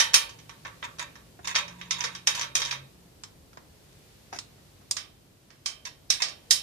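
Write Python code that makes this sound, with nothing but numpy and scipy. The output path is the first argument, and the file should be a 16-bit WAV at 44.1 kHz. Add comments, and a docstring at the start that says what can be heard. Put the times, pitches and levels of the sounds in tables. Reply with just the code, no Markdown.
"""A big steel washer clatters onto a stud under a vehicle; then a nut is picked up and started on the thread.
Each contact is a burst of noise through the frame's resonances plus the ringing modes of the loose steel.
Slides are runs of tiny slips that make noise in one region of the frame; pressed hard, they groan.
Dull knocks and sharp ticks of handled parts come in between. The room is soft rumble and hiss from shaped noise,
and an engine outside is two gliding sine tones that speed up and then ease off."""
import sys
import numpy as np
from scipy import signal
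from scipy.fft import rfft, irfft, next_fast_len
from scipy.io import wavfile
from scipy.ndimage import uniform_filter1d, map_coordinates

SR = 44100
rng = np.random.default_rng(int(sys.argv[2]) if len(sys.argv) > 2 else 0)


def pcm_store(signal):
    """Save signal as 16-bit PCM."""
    levels = np.round(np.clip(np.atleast_2d(signal), -1, 1) * 32767)
    wavfile.write(sys.argv[1], SR, levels.astype(np.int16).T)


N = 292101  # length in samples

# Colour of the noise when the washer hits or slides. Each row: frequency in Hz, level in dB per Hz.
WASHER_COLOUR = [(180, -40.5), (300, -26.5), (482, -20.5), (714, -21.5), (975, -8.5), (1310, -14.5),
                 (1490, -8), (2280, -8.5), (4620, -10.5), (5260, -4.5), (7790, -13), (9330, -10),
                 (11400, -23), (12700, -12), (15000, -39)]
# Ringing modes heard when the nut is struck; the long rows near 3.1 kHz are the washer ringing along with it.
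# Each row: frequency in Hz, level in dB, free time to fall by 60 dB in seconds.
NUT_MODES = [(1895, -12, .15), (2250, -10, .22), (3070, -10, .52), (3135, -9, .54), (3165, -10, .5),
             (3403, -12, .3), (3990, -11, .22), (4646, -11, .2), (5279, 4, .3), (5435, 1, .27),
             (5492, 4, .3), (5722, -5, .22), (5790, -6, .22), (6035, -2, .09), (6307, -6, .2),
             (7106, -7, .09), (8559, -10, .1), (9300, -14, .13), (10810, -13, .08)]


def amp(db):
    """Turn decibels into a plain amplitude factor."""
    return 10 ** (np.asarray(db) / 20)


def unit(x):
    """Scale a signal to rms 1."""
    return x / np.sqrt(np.mean(x ** 2) + 1e-20)


def along(points, hz):
    """Read a curve of (Hz, value) points on a logarithmic frequency axis."""
    point_hz, values = np.transpose(points)
    return np.interp(np.log(hz + 1), np.log(point_hz + 1), values)


def curves(rows):
    """Give one value per sample for each column after the time."""
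    seconds, *columns = np.transpose(rows)
    return [np.interp(np.arange(N) / SR, seconds, column) for column in columns]


def wobble(rate):
    """Draw a smooth random curve with this many knots a second."""
    knots = rng.standard_normal(int(N * rate / SR) + 4)
    return map_coordinates(knots, [np.arange(N) * rate / SR])


def filtered(x, response):
    """Multiply the spectrum of x by a response of frequency."""
    count = x.shape[-1]
    padded = next_fast_len(count + 4096)
    spectrum = rfft(x, padded) * response(np.fft.rfftfreq(padded, 1 / SR))
    return irfft(spectrum, padded)[..., :count]


def add(track, s, sound):
    """Mix a stereo sound into the track at time s, cutting what lies outside."""
    start = round(s * SR)
    part = sound[:, max(-start, 0):N - start]
    track[:, max(start, 0):][:, :part.shape[1]] += part


def panned(x, pan_db):
    """Lean a stereo pair to the left (positive) or right (negative)."""
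    return x * unit(amp([[pan_db / 2], [-pan_db / 2]]))


def frame_noise(shape, colour, lift_db, ripple_db):
    """Noise of rms 1 through the frame: a few main resonances over a thicket of small ones."""
    # Main resonances. Each row: frequency in Hz, width in Hz, strength in dB (a quarter of it shapes the peak).
    frame = [(587, 32, -2.5), (1136, 70, -3), (1590, 33, 2.5), (1794, 31, -2.5), (2220, 8.6, -0.5),
             (2330, 68, -6.5), (3220, 40, -1), (3780, 110, -5.5), (4540, 41, -7), (5350, 110, -4.5),
             (5900, 200, 2.5), (6310, 170, -1), (6640, 170, 1.5), (6850, 23, -2.5)]
    thicket = rng.standard_normal(800)

    def response(hz):
        peaks = [amp(db / 4) / (1 + (2 * (hz - centre) / width) ** 2) for centre, width, db in frame]
        ripple = np.interp(hz, np.linspace(0, SR / 2, len(thicket)), thicket)
        return amp(along(colour, hz) + lift_db * np.max(peaks, axis=0) + ripple_db * ripple)

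    return unit(filtered(rng.standard_normal(shape), response))


def dying(x):
    """Under the vehicle each frequency dies away at its own speed."""
    # Each row: frequency in Hz, time to fall by 60 dB in seconds.
    underbody = [(300, 1), (900, 0.37), (2100, 0.27), (2750, 0.37), (3100, 0.23), (3600, 0.32),
                 (5500, 0.16), (13000, 0.26)]
    hz, t, z = signal.stft(x, SR, nperseg=256)
    decay = amp(-60 * t / along(underbody, hz)[:, None])
    return signal.istft(z * decay, SR, nperseg=256)[1][:, :x.shape[1]]


def ring(modes, t, life, scatter_db):
    """Modes are struck at new strengths and heard differently at each ear; life scales their decay time."""
    hz, db, t60 = np.transpose(modes)
    size = amp(db + scatter_db * rng.standard_normal((2, len(hz))))
    phase = np.exp(2j * np.pi * rng.random((2, len(hz))))
    waves = np.exp(np.outer(2j * np.pi * hz - np.log(1000) / (t60 * life), t))
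    return ((size * phase) @ waves).real * 2 / np.linalg.norm(size)


def voiced(x, brightness_db, softness):
    """The place of a blow tilts and dents its spectrum, and a soft contact takes off the treble."""
    hard_hz, tilt_from_hz = 14000, 1400  # treble limit at softness 0; brightness acts above the second
    place_db, place_hz = 1.8, 350  # depth and spacing of the random peaks and dents
    peaks_db = place_db * rng.standard_normal(SR // 2 // place_hz + 1)

    def response(hz):
        tilt = amp(brightness_db * np.log2(np.maximum(hz / tilt_from_hz, 1)))
        place = amp(np.interp(hz / place_hz, np.arange(len(peaks_db)), peaks_db))
        return tilt * place / (1 + (hz / hard_hz * 2 ** softness) ** 4)

    x = filtered(x, response)
    return x / np.sqrt(np.mean(x[:, :SR // 30] ** 2))  # the opening 1/30 s has rms 1


def contacts(hits, modes, colour, clatter_t60, tail_db, lift_db, ripple_db, chatter_db, ring_db, crack_db,
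             scuff_db, rise_s, pan_db, held=True):
    """Each contact: a brief scuff, a crack and a chattering burst, the ring of the steel and the underbody's answer."""
    # Fingers damp the steel they hold. Each row: time in seconds, share of its free ring, in strength and length.
    grip = [(.4, 1), (.7, 0.57), (2.0, 0.64), (2.3, 0.81), (3.2, 0.56), (4.9, 0.11), (4.97, 0.82),
            (6.2, 0.81)]
    crack_t60 = .008  # seconds for the first sharp crack to fall by 60 dB
    out, t = np.zeros((2, N)), np.arange(SR * 2 // 5) / SR
    lead = SR // 100  # samples of scuff
    noises = frame_noise((len(hits), 2, 2, len(t)), colour, lift_db, ripple_db)
    burst = amp(-60 * t / clatter_t60) + amp(crack_db - 60 * t / crack_t60)
    attack = 1 - np.exp(-t / max(rise_s, 1e-4))
    for (s, db, brightness_db, softness), (clatter, answer) in zip(hits, noises):
        flutter = uniform_filter1d(rng.standard_normal((2, len(t))), 44, axis=1)  # smoothed over 1 ms
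        clatter = unit(amp(chatter_db * unit(flutter)) * clatter)
        free = np.interp(s, *np.transpose(grip)) if held else 1
        tone = free * ring(modes, t, free, scatter_db=2.0)
        blow = clatter * burst + amp(tail_db) * dying(answer) + amp(ring_db) * tone
        # the parts graze before they meet
        scuff = amp(scuff_db) * clatter[:, -lead:] * np.linspace(0, 1, lead) ** 2
        sound = voiced(np.hstack([scuff, blow * attack]), brightness_db, softness)
        add(out, s - lead / SR, amp(db) * panned(sound, pan_db))
    return out


def scrape(strokes, centre_hz, width):
    """A run of tiny slips shakes one region of the frame's resonances; width is in octaves."""
    slip_rate, slip_life = 320, .003  # slips a second; seconds for a slip's energy to fall to 1/e
    tail_db, tail_t60 = -18, .22  # weaker, longer tail of a slip; seconds to fall by 60 dB
    out, t = np.zeros((2, N)), np.arange(SR * 2 // 5) / SR
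    noises = frame_noise((len(strokes), 2, len(t)), WASHER_COLOUR, lift_db=6.5, ripple_db=11)
    fade = np.exp(-t / slip_life) + amp(tail_db - 60 * t / tail_t60) ** 2  # energy left after one slip
    for (s, length, db), rub in zip(strokes, noises):
        rub = unit(filtered(rub, lambda hz: 1 / (1 + (np.log2((hz + 1) / centre_hz) / width) ** 2)))
        pressure = np.sin(np.pi * np.minimum(t / length, 1))
        happens = rng.random(len(t)) < slip_rate / SR
        slips = happens * rng.exponential(size=len(t)) * pressure ** 2
        energy = np.abs(signal.fftconvolve(slips, fade)[:len(t)])
        level = np.sqrt(energy / (np.mean(energy[t < length]) + 1e-12))
        add(out, s, amp(db) * panned(rub * level, pan_db=-2.5))
    return out


def noise(spectrum, count):
    """Stereo noise of rms 1, alike at both ears in the bass and unrelated in the treble."""
    # Each row: frequency in Hz, left-right likeness from 0 to 1.
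    alike = [(60, .9), (150, .8), (370, .5), (940, .05), (15000, 0)]

    def response(hz):
        turn = np.arccos(np.clip(along(alike, hz), -1, 1)) / 2
        return amp(along(spectrum, hz)) * [np.cos(turn), np.sin(turn)]

    mid, side = filtered(rng.standard_normal((2, count)), response)
    return unit(np.array([mid + side, mid - side]))


def washer():
    """The loose washer strikes stud and frame, so it clatters and its many modes ring."""
    # Each row: start in seconds, level in dB, brightness in dB per octave, softness in octaves of lost treble.
    hits = [(0.0, -18, 1, 0.52), (.135, -29.5, 0, 0.36), (.141, -13.5, 4.5, 0.6), (.291, -46.5, -0.5, 0.49),
            (.387, -53.5, 4, 1.24), (.493, -46, -4, 0.24), (.65, -39, -8.5, 0.76), (.826, -37, -5.5, 1.74),
            (.985, -45, -2.5, .5), (.994, -34.5, -3, 0.47), (1.154, -50, -5.5, 0.56),
            (1.45, -43.5, -1, 0.68), (1.473, -33, 0.5, 0.57), (1.545, -38, -6.5, .8),
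            (1.552, -25.5, 5.5, 1.55), (1.56, -23.5, 4, 1.54), (1.679, -45, -3.5, 0.5),
            (1.813, -41.5, 6, 2.15), (1.908, -25.5, 6.5, 1.5), (2.005, -32, 4.5, 1.52),
            (2.039, -29, 0.5, 0.99), (2.15, -39.5, 5.5, 1.46), (2.271, -19.5, 2.26, 0.77),
            (2.348, -33.5, 1, .3), (2.394, -34, 1, 0.98), (2.411, -31, 2, 1.15), (2.429, -38.5, -2, .8),
            (2.553, -21.5, 3, 0.68), (2.6, -35, .5, .5), (2.618, -30, 6.5, 1.66), (2.65, -33, 4, 1.17),
            (2.709, -31, 7.5, 1.73), (2.726, -36, -3.5, 0.51)]
    # Each row: frequency in Hz, level in dB, free time to fall by 60 dB in seconds.
    modes = [(845, -12, .4), (921, -7, .55), (1440, -8, .25), (1599, -12, .26), (1803, -5, .35),
             (1939, -9, .25), (2013, -10, .3), (2212, -8, .22), (2365, -4, .25), (2582, -7, .22),
             (2972, -6, .28), (3031, -5, .33), (3064, -6, .3), (3155, -8, .33), (3195, -4, .32),
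             (3332, -11, .33), (3478, -11, .33), (3544, -5, .2), (3623, -4, .2), (3820, -6, .21),
             (4027, -8, .24), (4414, -11, .34), (4560, -13, .34), (4764, -8, .17), (5190, -8, .28),
             (5320, -4, .22), (5860, -5, .22), (6530, -8, .16), (8900, -18, .25), (9033, -17, .18)]
    return contacts(hits, modes, WASHER_COLOUR, clatter_t60=.062, tail_db=-5.5, lift_db=7.5, ripple_db=5.0,
                    chatter_db=5.0, ring_db=-10.5, crack_db=-0.5, scuff_db=-26, rise_s=.0011, pan_db=-4.0)


def workshop():
    """The room is low rumbling noise with a thin, slowly drifting hiss on top."""
    # Each row: time in seconds, rumble level in dB.
    room = [(0, -55), (3.1, -56), (4.9, -57), (5.4, -59.5), (6.62, -55.5)]
    # Colours of the rumble and the hiss. Each row: frequency in Hz, level in dB per Hz.
    rumble_colour = [(15, -31), (28, -24.5), (45, -4.5), (75, -2), (130, -4), (240, -8.5), (360, -9.5),
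                     (500, -12.5), (900, -19), (2000, -29.5)]
    hiss_colour = [(240, -60.5), (400, -28), (612, -35.5), (816, -27), (1020, -17), (1270, -17.5),
                   (1720, -14), (4530, -13.5), (15000, -26)]
    rumble_db, = curves(room)
    hiss_db = -7 + 1.5 * wobble(2.5)  # against the rumble
    return amp(rumble_db) * (noise(rumble_colour, N) + amp(hiss_db) * noise(hiss_colour, N))


def engine():
    """Two low orders of the engine come through the wall; each swells as it passes a resonance of the room."""
    # It gathers speed, then eases off.
    # Each row: time in seconds, pitch of the fifth order in Hz, level in dB before booms, wobble and wall.
    drive = [(0, 105, -80), (.4, 111, -62), (1.5, 123, -68), (1.85, 127, -58.5), (2.45, 133, -59.5),
             (2.87, 134.5, -69.5), (3.3, 113, -73), (4.8, 100, -65.5), (5.5, 97, -75)]
    # Resonances of the workshop. 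Each row: frequency in Hz, width in Hz, lift in dB.
    booms = [(134.4, 1.3, 19), (175, 10, 9.5)]
    wall_hz = 187.3  # the wall shuts out what lies above
    seventh_db = -1.5  # seventh order against the fifth
    pitch_hz, db = curves(drive)
    out = np.zeros(N)
    for hz, order_db in [(pitch_hz, 0), (pitch_hz * 7 / 5, seventh_db)]:
        boom_db = sum(lift / (1 + (2 * (hz - centre) / width) ** 2) for centre, width, lift in booms)
        wall = 1 / (1 + (hz / wall_hz) ** 40)
        wave = np.sin(2 * np.pi * np.cumsum(hz) / SR)
        out += amp(db + order_db + boom_db + wobble(9.6)) * wall * wave
    return np.sqrt(2) * out  # a sine of rms 1 peaks at the square root of 2


def slides():
    """Washer or nut slides on steel in short scrapes that shake a broad region of the frame."""
    # Each row: start in seconds, length in seconds, level in dB.
    strokes = [(.655, 0.042, -48), (.826, 0.041, -39), (1.0, 0.044, -41), (1.429, 0.11, -39.5),
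               (1.473, 0.065, -39), (1.571, 0.048, -34), (1.642, 0.58, -56), (1.959, 0.09, -40),
               (2.087, 0.1, -55), (2.326, .14, -39.5), (2.6, 0.04, -41), (2.633, 0.14, -43),
               (5.85, .034, -41), (6.191, 0.056, -37.5)]
    return scrape(strokes, centre_hz=1930, width=0.7)


def knocks():
    """Dull knocks of other parts excite short, low modes that no fingers damp."""
    # Each row: start in seconds, level in dB, brightness in dB per octave, softness in octaves of lost treble.
    hits = [(1.39, -51.5, -11, .3), (4.327, -39, -3, 0.18), (4.345, -47, 0.5, .2), (4.359, -46, 0.5, .2),
            (4.58, -64.5, -11.5, .2), (4.811, -63.5, -4.5, .2)]
    # Each row: frequency in Hz, level in dB, time to fall by 60 dB in seconds.
    modes = [(340, -12, .08), (590, -8, .07), (700, -2, .09), (787, 0, .08), (890, -4, .07),
             (1100, -8, .06), (1305, -7, .07), (1500, -9, .06), (1840, -10, .06)]
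    # Each row: frequency in Hz, level in dB per Hz.
    colour = [(88, -45), (150, -13.5), (285, -7), (503, -12), (796, -6), (1030, -9), (1850, -6.5),
              (3150, -16), (3780, -11), (4460, -17), (5980, -8), (7730, -19), (12000, -18), (15600, -57),
              (22000, -120)]
    return contacts(hits, modes, colour, clatter_t60=0.13, tail_db=-19, lift_db=0.0, ripple_db=5.5,
                    chatter_db=2.5, ring_db=-3, crack_db=-3, scuff_db=-14, rise_s=.0012, pan_db=-1, held=False)


def groans():
    """Pressed hard, the washer judders and a narrow low region of the frame groans."""
    # Each row: start in seconds, length in seconds, level in dB.
    strokes = [(2.028, 0.055, -43), (2.275, 0.019, -56), (2.586, 0.043, -45.5)]
    return scrape(strokes, centre_hz=493, width=0.03)


def ticks():
    """Small parts being handled make sharp, damped ticks, with the modes of the nut."""
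    # Each row: start in seconds, level in dB, brightness in dB per octave, softness in octaves of lost treble.
    hits = [(3.236, -43, -4, .1), (3.531, -60, -8, .3), (3.572, -47.5, -12.5, .3), (3.929, -68.5, -1.5, .2),
            (4.3875, -37.5, -1.5, 0.091), (4.911, -26.5, 3.5, 0.065)]
    # Each row: frequency in Hz, level in dB per Hz.
    colour = [(300, -18), (1400, -10), (3000, -9), (5200, 0), (7500, 0), (10000, -13), (15000, -26)]
    return contacts(hits, NUT_MODES, colour, clatter_t60=.05, tail_db=-13, lift_db=3, ripple_db=2.5,
                    chatter_db=3, ring_db=-8, crack_db=-2, scuff_db=-35, rise_s=.0003, pan_db=-2.5)


def nut():
    """The nut strikes the stud with a short clatter, and its high modes ring."""
    # Each row: start in seconds, level in dB, brightness in dB per octave, softness in octaves of lost treble.
    hits = [(4.967, -33, -4, .1), (5.503, -55.5, -8, 0.67), (5.659, -28.5, -1, 0.25),
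            (5.852, -38.5, -5, 0.11), (6.102, -19.5, 0.5, 0.39), (6.22, -23.5, -1.5, 0.81),
            (6.284, -41, -4, .1), (6.508, -15.5, 2, 0.11)]
    # Each row: frequency in Hz, level in dB per Hz.
    colour = [(210, -55.5), (350, -38.5), (646, -26), (885, -27.5), (1230, -19), (1350, -25), (1910, -14.5),
              (3110, -15.5), (3420, -13.5), (5400, -2.5), (7510, -12.5), (9210, -12.5), (12000, -23.5),
              (13400, -18.5), (15000, -36)]
    return contacts(hits, NUT_MODES, colour, clatter_t60=0.035, tail_db=-7.5, lift_db=3.5, ripple_db=2.0,
                    chatter_db=1, ring_db=-11.5, crack_db=-8, scuff_db=-30, rise_s=.0011, pan_db=-6.5)


def scene():
    """The work on the steel is heard over the room and the engine outside."""
    work = washer() + slides() + knocks() + groans() + ticks() + nut()
    return work + workshop() + engine()


def record(dry):
    """Clip at full scale, then cut steeply what lies above the treble limit."""
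    top_hz = 14750
    return filtered(np.clip(dry, -1, 1), lambda hz: 1 / (1 + (hz / top_hz) ** 80))


dry = scene()
out = record(dry)
pcm_store(out)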